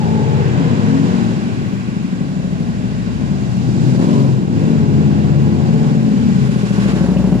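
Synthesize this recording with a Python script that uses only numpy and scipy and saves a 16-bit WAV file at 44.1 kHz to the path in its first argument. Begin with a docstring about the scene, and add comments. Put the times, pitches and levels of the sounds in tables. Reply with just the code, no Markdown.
"""A V-twin motorcycle with an open exhaust rounds a concrete parking garage, revs hard twice and rolls close by.
Uneven firing pulses and puffs of gas ring its pipes and the hall: a deep boom with a bark on top.
Single engine orders in the boom are drawn to set levels for a stretch; single resonances bloom in rough bands.
Filtered noise beating with the firings makes the rasp and hiss; a gear whines with the crank.
Loose metal chatters, the brake disc sings faintly, and low air noise lies behind it all."""
import sys
import numpy as np
from scipy import signal
from scipy.fft import rfft, irfft, next_fast_len
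from scipy.io import wavfile
from scipy.ndimage import uniform_filter1d, minimum_filter1d, map_coordinates

SR = 44100
rng = np.random.default_rng(int(sys.argv[2]) if len(sys.argv) > 2 else 0)


def store_pcm(level_fs):
    """Save levels as 16-bit WAV."""
    pcm = np.round(np.clip(level_fs, -1, 1) * 32767).astype(np.int16)
    wavfile.write(sys.argv[1], SR, np.atleast_2d(pcm).T)


N = 326334
TIME = np.arange(N) / SR

# the bike's round past the pillars, near and far:
# (t/s, direct sound over hall/dB, boom gain/dB, bark gain/dB, rasp gain/dB, hiss gain/dB)
RIDE_PAST_PILLARS = [(0, -6.5, -1.6, -0.5, 1, 1), (.5, -16, -0.5, 0.5, 4.5, 1.1),
                     (1.0, -14.5, -0.2, -2.5, 3, 2.5), (1.45, -6, -5, -2, 3, 1.4),
                     (2.35, -4, -3, -2.5, -0.5, 1), (3.1, -6.5, -3, -3, 1.5, 2),
                     (3.7, -10, -0.1, 0, 0.5, 4.5), (3.98, -1.5, 3, 4, 3, 5.5), (4.16, -2, 2, 2, 1.5, 5),
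                     (4.45, -3.5, -2, -2, -2.5, -2.5), (5.0, -10, 2.5, 2.5, 1.5, 1),
                     (6.05, -4.5, 1.5, 0, 1, 1.5), (6.42, -5.5, 3, 0.5, 4.5, 5.5), (6.5, 10.5, 3, 2, 5, 6),
                     (6.72, 11.5, 1.5, 4, 6.5, 8), (6.88, 8, 4, 6, 8.5, 8), (7.15, 9, 3.5, 5.5, 0.5, 3),
                     (7.4, 5.5, 2.5, 4, -1.5, 1)]


def speed():
    """Four-stroke cycles per second, rounded by the flywheel."""
    # engine speed before the flywheel rounds it: (t/s, rate/cycles per s)
    speed_points = [(0, 18.38), (0.42, 17.77), (0.7, 20.28), (0.97, 22.5), (1.25, 23.44), (1.49, 17.56),
                    (1.78, 12.31), (2.1, 12.31), (2.45, 12.9), (2.63, 12.04), (2.85, 13.24), (3.15, 12.42),
                    (3.45, 13.22), (3.66, 13.35), (3.88, 18.56), (4.1, 23.03), (4.28, 22.64), (4.45, 20.58),
                    (4.9, 17.9), (5.16, 16.85), (5.5, 17.93), (5.72, 18.88), (5.9, 19.29), (6.4, 15.17),
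                    (6.63, 13.45), (7, 13.08), (7.4, 12.52)]
    return smooth(curves(speed_points)[0], seconds=0.14)


def firings(cycle, bank, jitter):
    """One row of pulses for each cylinder; the second follows at a share `bank` of the cycle, jitter in s."""
    # firing strength varies from pulse to pulse, less as the bike rolls close: (t/s, scatter/dB)
    strength_scatter = [(6, 1.7), (6.5, .5)]
    turns = np.arange(np.ceil(cycle[0]), cycle[-1])
    pulses = np.zeros((2, N))
    scatter_db = curves(strength_scatter)[0]
    for row, offset, size_db in zip(pulses, (0, bank), (0 * TIME, second_cylinder())):
        chance = rng.standard_normal((len(turns), 2))
        at = np.interp(turns + offset, cycle, TIME, right=2 * N / SR) + jitter * chance[:, 0]
        i = np.round(at * SR).astype(int)
        keep = (i >= 0) & (i < N)
        row[i[keep]] += amp(size_db[i[keep]] + scatter_db[i[keep]] * chance[keep, 1])
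    return pulses


def second_cylinder():
    """Its dB against the first: slightly stronger at top revs, weaker in misfires."""
    # the second cylinder fires weakly at a crawl: (from t/s, to t/s, level/dB)
    misfires = [(6.357, 6.74, -8), (6.757, 6.85, -10.5), (6.93, 7.5, -3)]
    top_revs = np.maximum(speed() - 23.05, 0)  # cycles per second above this
    return -2.5 + 0.5 * top_revs + sum(db * held(start, end) for start, end, db in misfires)


def exhaust(cycle, cylinders):
    """Pulses and gas noise ring the pipe: a deep boom and a bark that grows with the throttle."""
    # the exhaust pipe's colour as it reaches the hall: (f/Hz, level/dB)
    pipe_colour = [(24, -67), (40, -25.5), (92, -8.5), (130, -5.5), (212, -4), (269, -6), (307, -11),
                   (407, -12.5), (500, -18.5), (620, -20), (857, -22), (1220, -35.5), (1400, -36),
                   (1820, -70.5), (3080, -120)]
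    near_db, boom_gain_db, bark_gain_db, _, _ = curves(RIDE_PAST_PILLARS)
    pulses = cylinders.sum(0)
    gas = split(puffs(pulses, decay=0.0079, base=0.4), edge_hz=247)[1]
    blast = headers(pulses, edge_hz=49) + amp(-4.5) * gas
    far = ring(blast, pipe_colour)
    far = far + amp(1.5) * resonance(far, centre_hz=133.6, width_hz=10.0)  # floor-to-ceiling mode
    heard = steady(garage(far), seconds=0.22)
    heard[0] += amp(near_db) * thumps(cylinders, gas_db=-1)
    boom, bark = split(heard, edge_hz=270.0)
    boom = engine_orders(steady(boom, seconds=0.091), cycle)
    boom_db = boom_gain_db + loudness(coasting_db=-14.5, doubling_db=3.23, throttle_db=2)
    bark_db = bark_gain_db + loudness(coasting_db=-28, doubling_db=5.9, throttle_db=6.9)
    return amp(boom_db) * steady(boom, seconds=0.31) + amp(bark_db) * steady(bark, seconds=0.47)


def headers(pulses, edge_hz):
    """The pipes radiate almost nothing below their lowest resonance."""
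    return unit(filtered(pulses, lambda hz: hz ** 6 / (hz ** 6 + edge_hz ** 6)))


def puffs(pulses, decay, base):
    """Turbulent gas: noise that flares with each firing and dies away, decay in s."""
    flare = signal.lfilter([1], [1, -np.exp(-1 / (decay * SR))], pulses)
    return unit((flare + base) * rng.standard_normal(N))


def thumps(cylinders, gas_db):
    """The direct sound: a round, ringing thump and a short puff from each pipe, and their first echoes."""
    # each cylinder's own pipe, heard straight from the muffler: (f/Hz, level/dB)
    front_pipe = [(30, -61), (55, -17.5), (85, -4.5), (125, 6), (190, 2), (235, -1.5), (290, -14.5),
                  (400, -14.5), (540, -16), (700, -28.5), (1050, -32.5), (1400, -57), (3000, -74)]
    rear_pipe = [(30, -59), (55, -11), (85, 1), (120, 6), (160, -2.5), (205, -1), (270, 6), (320, -10.5),
                 (410, -11), (560, -18), (700, -31.5), (1050, -39), (1400, -47), (3000, -66)]
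    # the ceiling and the nearest pillars repeat each close beat: (delay/s, level/dB)
    echoes = [(.0052, -2.5), (0.017, -12.5), (.037, -14)]
    high_pass = signal.butter(4, 380, "high", fs=SR, output="sos")
    x = 0
    for pulses, pipe in zip(cylinders, (front_pipe, rear_pipe)):
        gas = signal.sosfilt(high_pass, puffs(pulses, decay=0.009, base=0.03))
        x = x + ring(pulses + amp(gas_db) * pulses.std() * gas, pipe)
    x = x + amp(-2) * resonance(x, centre_hz=185, width_hz=28)  # the muffler's can
    return unit(x + sum(amp(db) * np.interp(TIME - delay, TIME, x) for delay, db in echoes))


def engine_orders(boom, cycle):
    """Far away at a steady speed the diffuse boom drops and single multiples of the cycle rate stand out."""
    # one order is drawn to this level for a stretch; most rows swell, very low ones thin it out:
    # (middle t/s, length/s, order/waves per cycle, level against the boom/dB)
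    order_lines = [(0.051, 0.27, 7, -11), (0.162, 0.88, 6, -11), (0.202, 0.96, 5, -11.5),
                   (0.242, 1.23, 9, -7), (0.286, 0.52, 8, -6.5), (0.35, 1.1, 12, -11), (0.474, 0.11, 8, -7),
                   (0.654, 0.073, 8, -3), (0.857, 0.5, 5, -10), (0.928, 0.3, 10, -6),
                   (0.965, 0.28, 12, -4.5), (1.008, 0.22, 7, -5), (1.046, 0.31, 16, -17.5),
                   (1.05, 0.7, 8, -6), (1.217, 0.43, 10, -7.5), (1.288, 0.18, 5, -7),
                   (1.976, 0.16, 17, -5.5), (1.995, 0.78, 11, -12.5), (2.24, 1.94, 15, -7.5),
                   (2.457, 1.6, 19, -10), (2.503, 1.04, 14, -5.5), (2.52, 0.59, 12, -11),
                   (2.527, 0.7, 11, -9), (2.739, 0.63, 9, -10), (2.845, 0.49, 17, -16),
                   (3.185, 3.5, 5, -15.5), (3.324, 0.32, 11, -7.5), (3.327, 0.44, 15, -8),
                   (3.398, 0.1, 14, -19.5), (3.581, 0.17, 14, -6), (3.652, 0.29, 9, -5.5),
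                   (3.849, 0.14, 7, -3), (4.014, 0.81, 8, -8), (4.127, 0.26, 10, -4), (4.13, 0.48, 12, -9),
                   (4.172, 0.23, 18, -15.5), (4.277, 0.31, 6, 0.5), (4.776, 1.1, 5, -14),
                   (4.79, 0.91, 9, -10), (4.802, 0.69, 23, -19), (4.84, 0.86, 8, -5.5),
                   (5.274, 1.8, 12, -6), (5.303, 0.87, 9, -5.5), (5.37, 1.2, 19, -18.5),
                   (5.379, 0.42, 8, -2), (5.516, 0.94, 5, -11.5), (5.684, 0.21, 9, -5),
                   (5.834, 0.5, 8, -5.5), (5.887, 0.42, 12, -8.5), (5.905, 0.27, 7, -6.5),
                   (6.04, 0.26, 12, -4.5), (6.095, 0.54, 31, -29), (6.1, 0.91, 10, -30),
                   (6.087, 0.57, 15, -14), (6.256, 0.49, 12, -5), (6.275, 0.38, 14, -5),
                   (6.437, 0.29, 28, -20), (6.537, 0.36, 13, -23), (6.56, 0.9, 16, -10.5),
                   (6.589, 0.67, 9, 2), (6.705, 0.62, 15, 5.5), (6.935, 1.34, 5, -7)]
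    near_share = 0.1  # how far an order is drawn to its level close to the bike, 0-1
    wash_db = -5.5  # drop of the diffuse boom under the orders, far away at a steady speed
    sweep = 24  # change of speed that halves this drop, cycles per second, per second
    crank_waver = 0.009  # uneven running in cycles; it roughens the high orders
    acceleration = np.gradient(speed()) * SR
    # in a fast sweep the diffuse boom stays full; at a steady speed it drops under the orders
    settled = 1 / (1 + (acceleration / sweep) ** 2)
    far = 1 / (1 + amp(curves(RIDE_PAST_PILLARS)[0] - 5) ** 2)
    mid = boom[0] * amp(wash_db * settled * far)
    share = near_share + (1 - near_share) * far  # close by, the direct thumps take over
    crank = cycle + crank_waver * far * wobble(45)
    for s, length, order, db in order_lines:
        span = np.flatnonzero(np.abs(TIME - s) < length / 2)
        lobe = np.cos(np.pi * (TIME[span] - s) / length)
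        wave = lobe * np.exp(2j * np.pi * order * crank[span])
        # what the boom already holds of this order
        line = 2 * np.sum(mid[span] * wave.conj()) / np.sum(lobe ** 2)
        wanted = np.sqrt(2) * amp(db) * np.exp(1j * np.angle(line))
        mid[span] += share[span] * np.real((wanted - line) * wave)
    return np.array([mid, boom[1]])


def garage(x, count=8):
    """Diffuse (mid, side) answer of the hall; each stretch of the ride has its own echoes."""
    # how long the concrete hall rings: (f/Hz, t60/s)
    hall_decay = [(60, 2.7), (140, 4.5), (400, 1.1), (2000, 0.66), (10000, 0.14)]
    out = np.zeros((2, N + 3 * SR))
    hop = N // (count - 1) + 1
    x = np.pad(x, (SR, 0), mode="reflect")  # the hall is already ringing
    hz, t, _ = signal.stft(np.zeros(SR), SR, nperseg=512)
    dying = amp(-60 * t / along(hall_decay, hz)[:, None])
    for centre in range(SR - hop, SR + N + hop, hop):
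        a, b = max(centre - hop, 0), min(centre + hop, len(x))
        noise = signal.stft(rng.standard_normal((2, SR)), SR, nperseg=512)[2]
        tail = signal.istft(noise * dying, SR, nperseg=512)[1]
        fade = np.cos(np.pi / 2 * (np.arange(a, b) - centre) / hop)
        echo = signal.fftconvolve((x[a:b] * fade)[None], tail / np.linalg.norm(tail[0]), axes=1)
        out[:, a:a + echo.shape[1]] += echo
    return out[:, SR:SR + N]


def loudness(coasting_db, doubling_db, throttle_db):
    """A layer's dB: coasting at 16 cycles a second, plus a rise per doubling of speed and at full throttle."""
    # twists of the throttle: (starts to open t/s, starts to close t/s, opening/0-1)
    twists = [(-0.2, 1.222, 0.2), (2.26, 2.548, 0), (3.825, 4.21, 0), (4.502, 4.737, 0.46),
              (4.91, 5.367, 0.08), (5.586, 5.86, 0.24), (6.78, 7.5, 0.29)]
    throttle = sum(opening * held(start, end) for start, end, opening in twists)
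    return coasting_db + doubling_db * np.log2(speed() / 16) + throttle_db * smooth(throttle, seconds=0.016)


def held(start, end):
    """An envelope that opens, holds and closes at the pace of the wrist."""
    open_s, close_s = 0.065, 0.15  # the wrist's travel
    return np.clip((TIME - start) / open_s, 0, 1) * np.clip(1 - (TIME - end) / close_s, 0, 1)


def blooms(pulses):
    """Puffs of gas ring single resonances, each only along part of the way."""
    # rough bands that sing out for a stretch of the ride:
    # (from t/s, to t/s, centre f/Hz, width of one pass/Hz, level/dB)
    singing_bands = [(-.2, 0.423, 857, 70.6, -31.5), (0.11, .46, 455, 74, -27.5), (.58, 1.06, 462, 35, -29),
                     (0.51, 1.1, 990, 278, -36), (0.352, 1.1, 1630, 520, -42.5),
                     (1.4, 2.11, 2400, 450, -52), (2.29, 3.1, 609, 130, -42.5), (3.15, 3.9, 660, 300, -41),
                     (3.927, 4.2, 540, 188, -30), (3.96, 4.217, 990, 190, -32.5),
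                     (3.997, 4.117, 2300, 1600, -41)]
    gas = np.array([puffs(pulses, decay=0.012, base=0.52), rng.standard_normal(N)])
    out = np.zeros((2, N))
    for start, end, hz, width, db in singing_bands:
        envelope = held(start, end)
        span = np.flatnonzero(envelope)
        mode = signal.iirpeak(hz, hz / width, SR)
        band = signal.lfilter(*mode, signal.lfilter(*mode, gas[:, span]))
        out[:, span] += amp(db) * envelope[span] * steady(band, seconds=0.043)
    return out


def machine(cycle, pulses):
    """Valve gear, chain and escaping gas: rasp and hiss that beat with the firings, more clearly when near."""
    # colour of the engine's metal and gas noise: (f/Hz, level/dB)
    metal_colour = [(650, -3), (1100, 2.5), (1240, -3), (1580, -1.5), (2060, -6), (2370, -5.5),
                    (3120, -8.5), (4630, -5), (5790, -8), (7240, -9), (7960, -16), (10500, -23.5),
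                    (12300, -36), (13300, -35.5), (14000, -36.5)]
    near_db, _, _, rasp_gain_db, hiss_gain_db = curves(RIDE_PAST_PILLARS)
    near = amp(np.minimum(near_db, 1))
    rasp_db = rasp_gain_db + loudness(coasting_db=-39.5, doubling_db=1.8, throttle_db=7.4)
    hiss_db = hiss_gain_db + loudness(coasting_db=-50, doubling_db=3.6, throttle_db=6.7)
    heard = rng.standard_normal((2, N))  # the hall washes out the beat
    heard[0] += near * amp(-4.0) * puffs(pulses, decay=0.0057, base=0.052) * amp(2.5 * wobble(60))
    heard = heard + amp(-8.5) * resonance(heard, centre_hz=7300, width_hz=220)  # the chain's ring
    metal = filtered(heard, lambda hz: amp(along(metal_colour, hz)) * ripple(hz, spacing_hz=60, depth_db=1.4))
    rasp, hiss = split(metal, edge_hz=3330)
    hiss, fizz = split(hiss, edge_hz=3340)
    close_fizz = near * amp(-5.0) * split(fizz, edge_hz=9100)[1]
    hiss = hiss + fizz * amp(0.62 * wobble(17) - 5.5) + close_fizz
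    # the rasp swells once a cycle and flickers at random
    grain_db = 0.4 * np.cos(2 * np.pi * cycle) + 0.55 * wobble(10) + 0.4 * wobble(130)
    return amp(rasp_db + grain_db) * steady(rasp, seconds=0.74) + amp(hiss_db) * steady(hiss, seconds=0.17)


def ripple(hz, spacing_hz, depth_db):
    """A fixed, random unevenness across the spectrum that makes the noise slightly patchy."""
    knots = rng.standard_normal(4096)
    return amp(depth_db * np.interp(hz / spacing_hz, np.arange(len(knots)), knots))


def gear(cycle):
    """The tooth-mesh tones follow the crank; random phase wander roughens each into a band."""
    # one mesh sings under load, a lower one on the overrun, level before the spread:
    # (from t/s, to t/s, teeth per cycle, level/dB)
    whines = [(4.652, 5.894, 47, -43.5), (5.875, 6.602, 34, -39.5)]
    swing, turn = wobble(110), wobble(110)
    tone = 0
    for start, end, teeth, db in whines:
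        tone = tone + amp(db) * held(start, end) * np.sin(2 * np.pi * teeth * cycle + 1.5 * turn)
    spread = np.sqrt(2) * np.array([np.cos(swing), np.sin(swing)])  # drifts between mid and side
    return np.sqrt(2) * tone * spread


def chatter(decay):
    """Short metallic rattles of loose parts: ringing noise that starts abruptly, decay in s."""
    # loose metal parts chatter as the bike passes: (t/s, starting level/dB)
    rattles = [(7.169, -32), (7.25, -40), (7.328, -39.5)]
    metal = resonance(rng.standard_normal((2, N)), centre_hz=2680, width_hz=470)
    metal = unit(resonance(metal, centre_hz=2640, width_hz=720))
    return metal * sum(amp(db) * (TIME > s) * np.exp(-np.abs(TIME - s) / decay) for s, db in rattles)


def brake(pitch_hz, width_hz):
    """A faint, very high singing of the brake disc: a narrow band of noise."""
    # touches of the brake: (start t/s, length/s, peak level/dB)
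    touches = [(1.598, 0.22, -71), (6.655, 0.28, -72.5), (6.995, 0.53, -67)]
    noise = rng.standard_normal((2, N))
    song = unit(filtered(noise, lambda hz: np.exp(-((hz - pitch_hz) / width_hz) ** 2)))
    envelope = 0
    for s, length, db in touches:
        arch = np.sin(np.pi * np.clip((TIME - s) / length, 0, 1)).clip(0)
        envelope = envelope + amp(db) * np.sqrt(arch)
    return song * envelope


def rumble(level_db):
    """The low, drifting air noise of the building."""
    # colour of the garage's air: (f/Hz, level/dB)
    air_colour = [(15, 11), (40, 4), (100, -12), (400, -37), (2000, -120)]
    air = unit(filtered(rng.standard_normal((2, N)), lambda hz: amp(along(air_colour, hz))))
    return air * amp(level_db + 2.7 * wobble(4))


def microphones(pair):
    """Mid and side become left and right; the lag between them closes as the bike draws level."""
    # gain of the diffuse side: (f/Hz, side over mid/dB)
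    side_width = [(60, -20), (150, -19), (300, -13), (600, -9), (1200, -6), (2500, -1), (5000, 1)]
    # balance of the two microphones: (f/Hz, left minus right/dB)
    lean = [(60, 8.5), (110, 6), (200, 3.5), (370, 3), (670, 1), (1230, -0.5), (2240, 0.5), (4100, -5),
            (7500, -7), (13700, -2)]
    # phase by which the left microphone port trails: (f/Hz, phase/rad)
    port_phase = [(60, 2.4), (130, 0.99), (260, 0.5), (600, 0.11)]
    lag_ms = 0.33  # left behind right well before the bike draws level
    mid, side = pair[0], filtered(pair[1], lambda hz: amp(along(side_width, hz)))
    half = np.array([[.5], [-.5]])
    ports = lambda hz: amp(half * along(lean, hz)) * np.exp(-1j * half * along(port_phase, hz))
    left, right = filtered(np.array([mid + side, mid - side]), ports)
    late = TIME - lag_ms * bearing() / 1000
    return np.array([map_coordinates(left, [late * SR], mode="nearest"), right])


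def bearing():
    """1 while the bike is off to the side, 0 as it draws level, negative beyond."""
    level_s, pass_s = 7.25, 0.43  # when it draws level, how long that takes
    return np.tanh((level_s - TIME) / pass_s)


def amp(db):
    """Decibels to gain."""
    return 10 ** (np.asarray(db) / 20)


def unit(x):
    """Scale to rms 1."""
    return x / np.sqrt(np.mean(x ** 2) + 1e-20)


def along(points, hz):
    """(f/Hz, value) points read on a log axis."""
    f, v = np.transpose(points)
    return np.interp(np.log(hz + 1), np.log(f + 1), v)


def curves(rows):
    """One value per sample for each column after the time."""
    s, *cols = np.transpose(rows)
    return [np.interp(TIME, s, c) for c in cols]


def wobble(rate):
    """A smooth random curve, rate knots a second."""
    return map_coordinates(rng.standard_normal(int(N * rate / SR) + 4), [TIME * rate / SR])


def smooth(x, seconds):
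    """Triangular running mean."""
    size = max(int(seconds * SR), 1)
    return uniform_filter1d(uniform_filter1d(x, size), size)


def steady(x, seconds):
    """A (mid, side) pair with its mid held near rms 1; faster beats stay."""
    return x / np.sqrt(np.abs(smooth(x[0] ** 2, seconds)) + 1e-12)


def filtered(x, response):
    """x times a response of frequency."""
    m = next_fast_len(N + 8192, True)
    return irfft(rfft(x, m) * response(np.fft.rfftfreq(m, 1 / SR)), m)[..., :N]


def split(x, edge_hz):
    """The parts of x below and above an edge."""
    low = signal.sosfiltfilt(signal.butter(5, edge_hz, fs=SR, output="sos"), x)
    return low, x - low


def ring(x, spectrum, size=8192):
    """Causal colour: each pulse rings after its onset (a minimum-phase response)."""
    gain_db = np.maximum(along(spectrum, np.fft.rfftfreq(size, 1 / SR)), -75)
    cepstrum = irfft(np.log(amp(gain_db)))
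    cepstrum[1:size // 2] *= 2
    cepstrum[size // 2 + 1:] = 0
    return signal.oaconvolve(x, irfft(np.exp(rfft(cepstrum))))[:N]


def resonance(x, centre_hz, width_hz):
    """One causal mode with gain 1 at its centre."""
    return filtered(x, lambda f: 1j * f * width_hz / (centre_hz ** 2 - f * f + 1j * f * width_hz))


def scene():
    """The crank drives the engine's layers; chatter, brake and air noise join them at the microphones."""
    cycle = np.cumsum(speed()) / SR
    cycle -= np.interp(7.0855, TIME, cycle)  # the first cylinder's beat falls at this second
    cylinders = firings(cycle, bank=5 / 12, jitter=0.00012)
    pulses = cylinders.sum(0)
    bike = exhaust(cycle, cylinders) + blooms(pulses) + machine(cycle, pulses) + gear(cycle)
    bike = bike + chatter(decay=0.014) + brake(pitch_hz=13450, width_hz=380)
    return microphones(bike + rumble(level_db=-74.5))


def record(dry):
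    """A limiter turns down the loudest beats and a band limit removes the extreme treble."""
    needed = np.minimum(1, .88 / (np.abs(dry).max(0) + 1e-9))
    gain = smooth(minimum_filter1d(needed, size=SR // 40), seconds=0.008)
    return filtered(dry * gain, lambda hz: hz < 14000)


dry = scene()
out = record(dry)
store_pcm(out)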